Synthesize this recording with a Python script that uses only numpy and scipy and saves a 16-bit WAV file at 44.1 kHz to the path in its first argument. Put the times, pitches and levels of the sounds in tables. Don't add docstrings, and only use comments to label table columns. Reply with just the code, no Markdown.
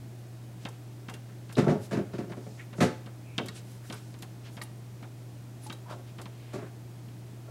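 import sys
import numpy as np
from scipy import signal
from scipy.fft import rfft, irfft
from scipy.io import wavfile
from scipy.ndimage import uniform_filter1d

SR = 44100
rng = np.random.default_rng(int(sys.argv[2]) if len(sys.argv) > 2 else 0)


def wav_record(signal):
    frames = np.transpose(np.atleast_2d(signal))
    bounded = np.clip(frames, -1, 1)
    quanta = np.round(bounded * 32767).astype(np.int16)
    wavfile.write(sys.argv[1], SR, quanta)


def volts(x):
    e = np.asarray(x, float) / 20
    return 10 ** e


N = 330750

# (to the far edge, s*Hz^.5)
PECKS = [(0.651, -32, 0.5, .29), (1.084, -37.5, 3.5, 0.46), (1.139, -38, -3.5, 0.25),
         (1.492, -46, 6.5, 0.61), (2.316, -51, 14, 0.55), (2.727, -54, 14, .43), (3.06, -43.5, 6, 0.56),
         (3.38, -19, -6.5, 0.3), (3.899, -35.5, 3, .36), (4.141, -43.5, -4, .46), (4.224, -36.5, -3, 0.45),
         (4.568, -40, 1.3, .52), (5.025, -48.5, 9.5, 0.56), (5.698, -34.5, 0.5, .38),
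         (6.183, -46.5, 9, .44), (6.256, -36.5, -3, 0.47), (7.083, -53, 0, 0.26)]
# start_s, peak_db, treble_db (re bass), tilt_db (per octave), loss_db (per rebound)
BUMPS = [(1.286, -41, -11, -5, 20), (1.566, -19.5, -11.5, -3, 28), (1.579, -8.5, -15, -3.5, 27),
         (1.619, -19, -16.5, -5, 1), (1.662, -15.5, -31, 0.5, 2.5), (1.678, -12.5, -15, -6, 39),
         (1.695, -16, -17, -3, 4.5), (1.909, -24, -9.5, -2.5, 30), (1.925, -20.5, -12.5, -2, 32),
         (1.945, -24, -8.5, -7, 30), (1.969, -15.5, -19, -4, 9), (2.132, -25.5, -15.5, -5, 11),
         (2.18, -23.5, -14.5, -3, 4.5), (2.294, -30.5, -16, -2.5, 28), (2.366, -31, -17.5, -2.5, 20),
         (2.459, -34, -17, -1.5, 20), (2.779, -22.5, -18.5, -6.5, 27), (2.804, -11, -8, -2, 41),
         (2.819, -13, -6, -2, 7), (3.393, -27, -32, -3.5, 4), (3.924, -34.5, -2.5, -3.5, 20),
         (5.897, -35, -11, 4, 3), (6.531, -26, -12.5, 0.5, 2.5), (7.474, -40, -21, 5.5, 20)]
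# pitch_hz, level_db, t60_s
DOOR_MODES = [(105.7, -26, 0.63), (149, 2.5, 0.072), (198.1, -3, 0.14), (230.6, -0.5, 0.057),
              (251.5, -2.5, 0.098), (280.6, -13.5, 0.26), (327.7, -0.5, 0.1), (361, -5, 0.16),
              (417.4, -1, 0.14), (527.3, -12, 0.26), (565, -9, 0.12), (605, 1.5, 0.068), (705, -4.5, 0.12),
              (820, -23.5, 0.38), (902, -12, 0.12), (1126, -12.5, 0.1), (1366, -17.5, 0.14),
              (1353, -17, 0.1)]
# pitch_hz, level_db
FRAME_CHATTER = [(530, -25), (900, 6.5), (1670, -2), (1820, -4.5), (3220, -16), (5980, -16.5),
                 (10200, -16.5), (15500, -15)]
# start_s, peak_db, centre_hz, width_octaves
SCRAPES = [(0.6863, -41, 7700, 1.6), (1.096, -38, 3170, 4), (1.1376, -38.5, 3200, 4.8),
           (1.5239, -36.5, 3880, 7.9), (1.5534, -34, 3760, 0.55), (3.458, -35, 5310, 5.5),
           (3.483, -33.5, 3800, 2.4), (3.7154, -47, 7840, 2.5), (3.924, -34.5, 4000, 2.1),
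           (3.9414, -39.5, 10400, 0.63), (4.1876, -44.5, 7460, 1.9), (4.2211, -35, 3610, 8.3),
           (4.6164, -32, 4320, 16), (4.635, -35.5, 10200, 0.45), (5.666, -39.5, 4970, 1.8),
           (5.724, -37.5, 3910, 5.2), (6.2141, -37, 3910, 8.5)]
# start_s, peak_db, spot_hz (favoured by the spot touched), width_octaves
SILL_TOUCHES = [(1.104, -55, 2790, .15), (1.142, -62, 2790, .15), (1.141, -56, 6300, .2),
                (4.189, -53, 7400, .2), (2.597, -38, 2000, .4), (3.485, -31, 3600, 1.6),
                (4.615, -30, 2000, 6.1), (5.664, -40.5, 846, 0.23), (5.727, -40, 3850, 0.24),
                (6.217, -56, 3850, 0.17), (6.259, -41, 930, 0.13)]
# pitch_hz, level_db, t60_s
SILL_MODES = [(855, -7, 0.15), (980, -5, 0.045), (1195, 4.5, 0.034), (1900, 8, 0.051), (2170, 4, 0.038),
              (2790, -13, 0.19), (3880, 0, 0.055), (4370, 6, 0.026), (6300, -29, 0.037), (7400, -34, .04)]
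# middle_s, level_db (3 dB below the peak), centre_hz, width_octaves
FLICKS = [(0.634, -52, 3500, 1.9), (1.841, -44.5, 5440, 5.2), (2.151, -52, 3000, 1.5),
          (2.608, -45.5, 1900, 1.07), (2.789, -48.5, 5940, 1.1), (3.491, -43.5, 1300, 0.72),
          (3.569, -47, 8600, .53), (3.574, -44.5, 3000, 2.4), (3.85, -54, 1500, .73),
          (3.881, -46.5, 6900, 15), (3.973, -48.5, 2000, 3.7), (4.468, -46.5, 2140, 1.95),
          (4.544, -51.5, 9000, 2.2), (5.645, -47, 10400, .15), (5.653, -45, 6000, 8.5),
          (5.874, -51, 980, 0.6), (5.917, -46.5, 3040, 1.06), (6.09, -53.5, 2980, 1.5)]
# middle_s, level_db (3 dB below the peak), centre_hz, width_octaves, half_length_s
SWEEPS = [
    (2.552, -55.5, 5600, 1.2, 0.22),
    (3.315, -54, 2450, 0.25, 0.064),
    (3.72, -49, 5000, 7.8, 0.085),
    (4.052, -56, 6030, 1.8, 0.23),
    (5.915, -38.5, 930, 1.14, 0.032),
    (6.488, -53.5, 2460, 1.4, 0.18),
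    (6.613, -46.5, 1120, 1.6, 0.082),
]
# pitch_hz, t60_s
ROOM_T60 = [(100, 0.32), (500, 0.39), (2000, 0.47), (6000, 0.47), (14000, 0.16)]
# pitch_hz, rms_db
HUM = [(120, -44.5), (2492, -80), (5760, -93), (14992, -122)]
# pitch_hz, density_db (per Hz)
AIR = [(82, -19), (140, -19), (149, -6), (171, -1), (264, -7.5), (309, -3.5), (498, -15.5), (644, -13.5),
       (1100, -22.5), (2160, -26), (2580, -28), (2970, -28), (8150, -31.5), (16000, -37)]
# pitch_hz, density_db (per Hz)
RUMBLE = [(20, -35), (40, -15.5), (70, -10.5), (95, -5.5), (150, -5.5)]

SIZE = 16384
HZ = np.maximum(np.fft.rfftfreq(SIZE, 1 / SR), 1)
T = np.arange(SIZE) / SR


def curve(points, hz):
    point_hz, value = np.transpose(points)
    return np.interp(np.log(hz), np.log(point_hz), value)


def bell(hz, octaves):
    return np.exp(-2 * (np.log2(HZ / hz) / max(octaves, 0.05)) ** 2)


def fading(t60):
    return 1000. ** (-T / t60)


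def noise_band(noise, gain):
    return irfft(rfft(noise) * gain)


def add(out, start_s, sound, peak_db):
    i = int(start_s * SR)
    fade = np.clip(5 - 6 * T / T[-1], 0, 1)
    part = (sound * fade)[:N - i]
    out[i:i + len(part)] += part * volts(peak_db) / np.max(np.abs(sound))


def bending(ways, gains, t60):
    late = np.minimum(ways[:, None] / np.sqrt(HZ), T[-1])
    phase = np.exp(-4j * np.pi * ways[:, None] * np.sqrt(HZ))
    return np.sum(gains[:, None] * 1000. ** (-late / t60) * phase, axis=0)


def pecks():
    pane_t60_s, beak_hz = 0.15, 4700
    out = np.zeros(N)
    beak = (HZ / 700) ** 2 / (1 + (HZ / 700) ** 2)
    coincide = 1.2 / (1 + 2.5j * (HZ / 3050 - 3050 / HZ))
    tick = bending(np.array([0.06]), np.array([1.1]), pane_t60_s) / (1 + (HZ / 6000) ** 4)
    push = np.sin(2 * np.pi * 220 * T) * np.exp(-((T - 0.002) / 0.0033) ** 2)
    for start_s, db, push_db, edge_way in PECKS:
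        chance = rng.random((2, 40))
        ways = np.r_[edge_way, 0.06 + 1.2 * chance[0] ** 2]
        gains = np.r_[1.7, 0.6 * (2 * chance[1] - 1)]
        echoes = bending(ways, gains, pane_t60_s / (1 + HZ / 5000)) / (1 + (HZ / beak_hz) ** 8)
        add(out, start_s, irfft(-(tick + echoes) * beak * (1 + coincide)), db)
        late = bending(ways[1:] + 0.12, gains[1:], 3.2 * pane_t60_s) * bell(hz=413, octaves=3.18)
        add(out, start_s + 0.00068, push, db + push_db + 0.5)
        add(out, start_s, irfft(late), db + push_db - 0.5)
    return out


def contacts(start_s, db, treble_db, tilt_db, loss_db):
    first_gap_s, stretch = 0.019, 1.45
    k = np.arange(4)
    late = first_gap_s * np.cumsum((k > 0) * stretch ** (k - 1.))
    return np.transpose([start_s + late, db - loss_db * k, treble_db - 2.5 * k, tilt_db - 0.6 * k])


def door_ring(tilt_db, rise_s):
    door_way = 0.0478
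    hz, mode_db, t60 = np.transpose(DOOR_MODES)[:, :, None]
    since = np.maximum(T[:SIZE // 2] - door_way / np.sqrt(hz), 0)
    chance = rng.standard_normal((3, len(DOOR_MODES), 1))
    gain = volts(mode_db + tilt_db * np.log2(hz / 300) + 1.7 * chance[0])
    swing = np.sin(2 * np.pi * (hz * (1 + 0.0305 * chance[1]) * since + chance[2]))
    swell = (1 - np.exp(-since / rise_s)) ** 2
    ring = np.sum(gain * swing * swell * 1000. ** (-since / t60), axis=0)
    return np.pad(ring, (0, SIZE // 2))


def frame_chatter(tilt_db, rise_s):
    rough = rng.standard_normal((2, SIZE))
    uneven = volts(10 * uniform_filter1d(rough[0], size=100))
    shiver = (1 - np.exp(-T / (0.73 * rise_s))) * np.exp(-T / 0.025) * uneven
    colour = volts(tilt_db * np.log2(HZ / 300) + curve(FRAME_CHATTER, HZ)) * bell(hz=4000, octaves=2.06)
    return noise_band(rough[1] * shiver, colour)


def bumps():
    faintest_db = -46
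    out = np.zeros(N)
    for start_s, db, treble_db, tilt_db in np.concatenate([contacts(*row) for row in BUMPS]):
        if db < faintest_db:
            continue
        rise_s = 0.004 * volts(-0.2 * (db + 27))
        add(out, start_s, door_ring(tilt_db, rise_s), db)
        add(out, start_s, frame_chatter(tilt_db, rise_s), db + treble_db)
    return out


def claw_scrapes():
    out = np.zeros(N)
    for start_s, db, hz, octaves in SCRAPES:
        grit = noise_band(rng.standard_normal(SIZE), bell(hz, octaves))
        t60_s = 0.031 * octaves ** 0.38
        add(out, start_s, grit * (1 - np.exp(-T / 0.0012)) * fading(t60_s), db)
    return out


def sill_rings():
    out = np.zeros(N)
    for start_s, db, spot_hz, octaves in SILL_TOUCHES:
        grit = rng.standard_normal(SIZE)
        ring = np.zeros(SIZE)
        for hz, mode_db, t60_s in SILL_MODES:
            waver = noise_band(grit, bell(hz, octaves=0.12))
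            share = volts(mode_db) * np.exp(-2 * (np.log2(hz / spot_hz) / octaves) ** 2)
            tone = np.sin(2 * np.pi * hz * T) + 0.084 * waver / np.std(waver)
            ring += share * tone * fading(t60_s)
        add(out, start_s, ring * (1 - np.exp(-T / 0.00027)), db)
    return out


def feathers():
    out = np.zeros(N)
    flicks = [(*row, 0.024 * row[3] ** 0.2) for row in FLICKS]
    middle = T[-1] / 2
    for middle_s, db, hz, octaves, half_s in flicks + list(SWEEPS):
        hiss = noise_band(rng.standard_normal(SIZE), bell(hz, octaves))
        swell = np.exp(-((T - middle) / half_s) ** 2)
        add(out, middle_s - middle, hiss * swell, db + 3.0)
    return out


def room(x, wet_db):
    tail = np.zeros(SIZE)
    for hz in 100 * 2. ** np.arange(8):
        tail += noise_band(rng.standard_normal(SIZE), bell(hz, 1)) * fading(curve(ROOM_T60, hz))
    tail *= 1 - np.exp(-T / 0.00067)
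    tail *= volts(wet_db) / np.sqrt(np.sum(tail ** 2))
    return x + signal.fftconvolve(x, tail)[:N]


def coloured(points, db):
    hz = np.maximum(np.fft.rfftfreq(N, 1 / SR), 1)
    gain = volts(curve(points, hz)) * (hz < points[-1][0])
    x = irfft(rfft(rng.standard_normal(N)) * gain, N)
    return x * volts(db) / np.std(x)


def background():
    t = np.arange(N) / SR
    hum = sum(np.sqrt(2) * volts(db) * np.sin(2 * np.pi * hz * t) for hz, db in HUM)
    air = [(105, AIR[0][1] - 25)] + list(AIR)
    return hum + coloured(air, db=-52) + coloured(RUMBLE, db=-58.5)


def scene():
    touches = pecks() + claw_scrapes() + sill_rings() + feathers()
    bird = room(touches, wet_db=-14.5) + room(bumps(), wet_db=-13)
    reach = signal.butter(3, [75, 12000], "band", fs=SR, output="sos")
    return (signal.sosfilt(reach, bird) + background())[None]


def band_limit(x):
    return signal.sosfilt(signal.butter(12, 16330, fs=SR, output="sos"), x)


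def record(dry):
    top = signal.ellip(10, 0.2, 70, 15800, fs=SR, output="sos")
    return band_limit(signal.sosfilt(top, dry))


dry = scene()
out = record(dry)
wav_record(out)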